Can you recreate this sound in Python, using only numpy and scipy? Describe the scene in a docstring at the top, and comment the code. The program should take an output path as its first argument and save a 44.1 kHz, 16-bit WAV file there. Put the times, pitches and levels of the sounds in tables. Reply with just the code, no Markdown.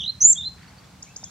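"""Water birds on a reedy pond

Close to a stereo microphone pair, birds whistle a warbled note, a loud high rising note with a fast
quiver, and a stepped note; the reeds and banks answer. Farther out come faint whistles, peeps and sharp
upward chips. Bubbles trickle at the water's edge and two drops plop, over low rumble, water wash and
hiss. The loudest crests overload the input and crackle faintly."""
import sys
import numpy as np
from scipy import signal
from scipy.fft import rfft, irfft, next_fast_len
from scipy.io import wavfile
from scipy.ndimage import uniform_filter1d, map_coordinates

SR = 44100
rng = np.random.default_rng(int(sys.argv[2]) if len(sys.argv) > 2 else 0)


def transcribe(u):
    """Save the signal u as a 16-bit wav file named by the first command-line argument.

    u: samples, shape (n,) or (channels, n), limited to [-1, 1]; the rate is SR.
    q: integer samples, one column per channel.
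    """
    v = np.clip(np.atleast_2d(u).T, -1, 1)
    q = np.round(v * 32767).astype(np.int16)
    wavfile.write(sys.argv[1], SR, q)


N = 57330
T = np.arange(N) / SR


def amp(db):
    return 10 ** (np.asarray(db) / 20)


def unit(x):
    return x / np.sqrt(np.mean(x ** 2) + 1e-20)


def level(rows):
    """Gain per sample from rows of seconds and dB."""
    return amp(np.interp(T, *np.transpose(rows)))


def wobble(rate_hz):
    """A smooth random curve through rate_hz points a second."""
    return map_coordinates(rng.standard_normal(int(N * rate_hz / SR) + 4), [T * rate_hz])


def filtered(x, response):
    """x shaped by a response that is a function of Hz."""
    size = next_fast_len(N + 8192)
    return irfft(rfft(x, size) * response(np.fft.rfftfreq(size, 1 / SR)), size)[..., :N]


def noise_pair(length, alike):
    """White noise at the two microphones, with correlation alike."""
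    common, apart = rng.standard_normal((2, length))
    angle = np.arccos(np.clip(alike, 0, 1)) / 2
    mid, side = np.cos(angle) * common, np.sin(angle) * apart
    return np.array([mid + side, mid - side])


def rush(spectrum, alike):
    """Stereo noise of rms 1, coloured by rows of Hz and dB."""
    hz, db = np.transpose(spectrum)
    colour = lambda f: amp(np.interp(np.log(f + 1), np.log(hz + 1), db))
    return unit(filtered(noise_pair(N, alike), colour))


def track(rows):
    """Smoothed pitch and gain per sample from rows of seconds, Hz and dB; silent outside them."""
    times, hz, db = np.transpose(rows)
    gain = amp(np.interp(T, times, db)) * (T >= times[0]) * (T <= times[-1])
    return uniform_filter1d(np.interp(T, times, hz), size=60), uniform_filter1d(gain, size=40)


def tone(hz, gain, order=1):
    """One partial of a whistle, gain as rms."""
    return np.sqrt(2) * gain * np.sin(2 * np.pi * order * np.cumsum(hz) / SR)


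def placed(x, pan_db, lag_s):
    """The right microphone hears x louder by pan_db and sooner by lag_s than the left."""
    side = np.array([[-.5], [.5]])
    return filtered(x, lambda f: amp(pan_db * side) * np.exp(2j * np.pi * f * lag_s * side))


def echo(x, tails):
    """The diffuse answer of reeds and banks: a decaying noise tail for each row of dB and T60."""
    t = np.arange(SR) / SR
    response = 0
    for db, t60 in tails:
        unit_energy = np.sqrt(2 * np.log(1000) / t60 / SR)
        response = response + amp(db) * noise_pair(SR, alike=.7) * amp(-60 * t / t60) * unit_energy
    onset = np.clip(t / 0.0031, 0, 1)
    return signal.fftconvolve(x[None], response * onset, axes=1)[:, :N]


def near_whistles():
    """Three close, never quite steady whistles with weak overtones; the high one quivers at first."""
    # The three notes. Each row: time in seconds, pitch in Hz, level in dB.
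    warble = [(0, 3384, -29.5), (.003, 3730, -35), (.009, 3364, -27), (0.018, 2924, -39.5),
              (.019, 3164, -27.5), (0.024, 3690, -34.5), (0.029, 3432, -29.5), (0.037, 2810, -35.5),
              (0.039, 3170, -30.5), (0.042, 3886, -33.5), (0.051, 3396, -27.5), (0.054, 2990, -34.5),
              (.06, 3074, -40.5), (0.0619, 3895, -27.5), (0.075, 3727, -31), (.079, 4110, -24),
              (0.083, 4037, -23), (0.088, 4084, -30.5), (0.098, 4147, -22), (.105, 4140, -28.5),
              (0.11, 4140, -57)]
    high = [(.203, 5090, -73), (0.205, 5700, -36.5), (0.21, 6050, -24), (.217, 6220, -16),
            (0.229, 6157, -13), (0.236, 6520, -16.5), (0.243, 6940, -14.5), (.252, 6940, -10.5),
            (.259, 6815, -12.5), (.262, 7240, -16.5), (0.269, 7100, -11), (0.28, 7250, -13.5),
            (.293, 7304, -11.5), (.305, 7284, -12), (0.317, 7330, -16), (0.319, 7366, -14),
            (.325, 7485, -16), (0.327, 7090, -19.5), (.334, 6146, -19.5), (.338, 5700, -72.5)]
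    stepped = [(0.351, 3470, -59), (.358, 3390, -39), (0.367, 3306, -38), (0.377, 3402, -28.5),
               (.379, 3713, -29.5), (.39, 3600, -29), (.398, 3625, -32.5), (0.407, 3595, -31.5),
               (0.413, 3617, -27), (0.415, 3360, -50.5), (0.417, 3768, -35.5), (0.428, 3424, -35),
               (.431, 3530, -56), (.434, 3840, -31.5), (.44, 3750, -36), (0.449, 3470, -33.5),
               (0.451, 4010, -28), (.467, 4078, -26.5), (.48, 4121, -27), (0.482, 4297, -35.5),
               (0.487, 4360, -63)]
    # Each row, one per note: second and third partial in dB, before throat lift and treble fade.
    overtones_db = [(-43, -38), (-56, -90), (-52, -44)]
    # One entry per note: the right microphone's lead in dB, and its lead in seconds.
    pans_db = [3, 2.5, 2]
    lags_s = [1e-5, 1.2e-5, 1e-5]
    # Close reeds, near bank, far bank. Each row: echo level in dB, T60 in seconds at echo_ref_hz.
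    surroundings = [(-6.5, .04), (-12.5, .28), (-30, .7)]
    quiver_depth_hz, quiver_rate_hz, quiver_crest_s, quiver_fade_s = 170, 195, .2165, .035
    throat_hz, throat_width_hz, treble_fade_hz = 5950, 700, 10800
    flutter_db, smear_hz, echo_ref_hz = 1.1, 80, 3800
    out = 0
    for note, (db2, db3), pan_db, lag_s in zip([warble, high, stepped], overtones_db, pans_db, lags_s):
        hz, gain = track(note)
        gain = gain * amp(flutter_db * wobble(rate_hz=160))
        if note is high:
            since_crest = T - quiver_crest_s
            fade = np.exp(-(np.clip(since_crest, 0, 1) / quiver_fade_s) ** 2 / 2)
            hz = hz + quiver_depth_hz * fade * np.cos(2 * np.pi * quiver_rate_hz * since_crest)
        second = amp(db2)
        if note is warble:  # a throat resonance lifts the second partial
            second = second * (1 + 28 / (1 + ((2 * hz - throat_hz) / throat_width_hz * 2) ** 4))
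        third = amp(db3) * (3 * hz < SR / 2) / (1 + (3 * hz / treble_fade_hz) ** 8)
        call = lambda f: tone(f, gain) + second * tone(f, gain, order=2) + third * tone(f, gain, order=3)
        decay_scale = (echo_ref_hz / np.average(hz, weights=gain)) ** .5  # higher notes die sooner
        tails = [(db, t60 * decay_scale) for db, t60 in surroundings]
        blurred = call(hz + smear_hz * wobble(rate_hz=110))  # moving reeds blur the echo's pitch
        out = out + placed(call(hz) + echo(blurred, tails), pan_db, lag_s)
    return out


def pond_bed():
    """Low rumble nearly alike at both microphones, a wider water wash and fine, steady hiss."""
    # Colours of the three noises. Each row: frequency in Hz, relative spectral density in dB.
    rumble_colour = [(15, -59), (30, -29), (45, -7), (80, 5), (113, 0), (161, 3.5), (204, -0.5),
                     (278, -21.5), (420, -23), (550, -50.5), (920, -120)]
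    wash_colour = [(150, -31), (250, -0.5), (429, -13.5), (462, -7), (517, -11), (648, -8.5), (833, -7),
                   (5000, -24.5), (6500, -74.5), (11000, -120)]
    hiss_colour = [(1500, -32), (2500, -13.5), (4000, -7), (6000, -8), (8000, -12), (10000, -17.5),
                   (12500, -20.5), (15000, -23), (16500, -26)]
    # Swells of rumble and wash. Each row: time in seconds, level in dB (the wash before its boost).
    rumble_levels = [(0.02, -44.5), (0.076, -49), (0.286, -46.5), (0.304, -52), (0.49, -44.5),
                     (0.536, -49.5), (0.854, -51.5), (0.918, -54), (0.936, -51.5), (1.21, -52),
                     (1.252, -46), (1.3, -55)]
    wash_levels = [(0.02, -60.5), (0.268, -63.5), (0.628, -59.5), (0.742, -58.5), (1.164, -60),
                   (1.3, -61.5)]
    wash_boost_db, hiss_db = 4.0, -58.5
    rumble = level(rumble_levels) * rush(rumble_colour, alike=0.97)
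    wash = amp(wash_boost_db) * level(wash_levels) * rush(wash_colour, alike=0.59)
    hiss = amp(hiss_db) * rush(hiss_colour, alike=0.25)
    return rumble + wash + hiss


def trickle(count=1200):
    """Small bubbles at the water's edge ring with rising pitch, scattered from left to right."""
    # Strength of the trickle. Each row: time in seconds, level in dB.
    levels = [(0, -75.5), (.2, -62), (.45, -64), (.56, -89.5), (.58, -55.5), (.68, -56.5), (.76, -61),
              (.95, -65), (1.02, -68.5), (1.3, -63.5)]
    median_hz, log_spread, ring_cycles, rise, samples = 2000, .3, 6, .2, 800
    when, size, pan = np.hsplit(rng.random((count, 3)), 3)
    hz = median_hz * np.exp(log_spread * rng.standard_normal((count, 1)))
    age = np.arange(samples) / SR * hz / ring_cycles
    envelope = amp(-1.8 * np.log(size)) * age * np.exp(-3 * age)  # a few bubbles stand out
    bubbles = envelope * np.sin(2 * np.pi * ring_cycles * (age + rise * age * age / 2))
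    at = ((when * N).astype(int) + np.arange(samples)).ravel()
    sides = np.cos(pan * np.pi / 2), np.sin(pan * np.pi / 2)
    stereo = [np.bincount(at, (bubbles * side).ravel(), N + samples)[:N] for side in sides]
    return level(levels) * unit(np.array(stereo))


def far_calls():
    """Peeps and whistles from across the pond, wavering and deep in echoes."""
    # Faint peeps. Each row: start in seconds, length in seconds, pitch in Hz, top level in dB.
    peeps = [(0, .012, 5800, -49), (.618, .03, 4520, -63), (.676, .02, 4500, -56), (.678, .026, 5850, -64),
             (.778, .013, 4560, -56), (.836, .026, 3430, -62), (.84, .03, 5720, -62),
             (.843, .012, 4480, -61), (.846, .032, 7250, -65)]
    # Two whistles, a list for each. Each row: time in seconds, pitch in Hz, level in dB.
    whistles = [
        [(1.038, 5200, -67.5), (1.045, 4400, -58), (1.056, 2900, -61), (1.068, 2080, -62.5),
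         (1.087, 2580, -55.5), (1.11, 2640, -62.5), (1.135, 2600, -68.5)],
        [(1.205, 3750, -66), (1.215, 3680, -65), (1.25, 3520, -61), (1.268, 3300, -58.5), (1.285, 3700, -60),
         (1.3, 4200, -65)],
    ]
    # The banks' answer. Each row: level in dB, T60 in seconds.
    tails = [(0.5, 0.067), (-9.5, .5)]
    scoop, scoop_s = .08, .006  # a peep slides up to its pitch from this fraction below
    waver_hz, flutter_db = 40, 2.2
    scooped = [[(start, hz * (1 - scoop), db - 6), (start + scoop_s, hz, db),
                (start + length, hz, db - 6)] for start, length, hz, db in peeps]
    out = 0
    for hz, gain in map(track, whistles + scooped):
        call = tone(hz + waver_hz * wobble(rate_hz=120), gain * amp(flutter_db * wobble(rate_hz=90)))
        out = out + call + echo(call, tails)
    return out


def chips():
    """Sharp upward chips of farther birds; the reeds return mostly the top of each sweep."""
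    # The three chips. Each row: start in seconds, base level in dB.
    starts = [(1.0233, -40), (1.1605, -36.5), (1.2368, -36.5)]
    # One chip's sweep. Each row: seconds from its start, pitch in Hz, dB added to the base level.
    sweep = [(0, 4200, -34), (.002, 4900, 2.5), (.005, 6000, 4.5), (.008, 7000, 6.5), (.011, 7700, -14.5)]
    # The reeds' answer. Each row: level in dB before the treble lift, T60 in seconds.
    tails = [(-4.5, 0.07), (-3.5, 0.49)]
    highpass_hz, treble_lift_db = 6740, 3
    out = 0
    for start, base_db in starts:
        chip = tone(*track([(start + t, hz, base_db + db) for t, hz, db in sweep]))
        bright = filtered(chip, lambda f: amp(treble_lift_db) / (1 + (highpass_hz / (f + 1)) ** 4))
        out = out + chip + echo(bright, tails)
    return placed(out, pan_db=0, lag_s=-5.8e-5)  # the left microphone hears them first


def plops():
    """Two drops land on the water, each a low, quickly damped ring."""
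    # Each row: start in seconds, pitch in Hz, level in dB from which the decay starts.
    drops = [(1.163, 474, -35), (1.231, 790, -32.5)]
    attack_s, t60_s = 0.0005, 0.012
    out = 0
    for start, hz, db in drops:
        age = np.clip(T - start, 0, 1)
        envelope = amp(db - 60 * age / t60_s) * (1 - np.exp(-age / attack_s))
        out = out + envelope * np.sin(2 * np.pi * hz * age)
    return out


def scene():
    """Birds and water as they reach the microphone pair."""
    return near_whistles() + far_calls() + chips() + plops() + trickle() + pond_bed()


def record(dry):
    """The overloaded input crackles faintly on the loudest crests; nothing passes the band limit."""
    crackle_db, overload_level, steepness, band_limit_hz = -57, .62, 5, 15800
    crest = np.abs(signal.hilbert(dry)) / overload_level
    crackle = amp(crackle_db) * np.clip(crest, 0, 1) ** steepness * rng.standard_normal(N)
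    return filtered(dry + crackle, lambda hz: hz < band_limit_hz)


dry = scene()
out = record(dry)
transcribe(out)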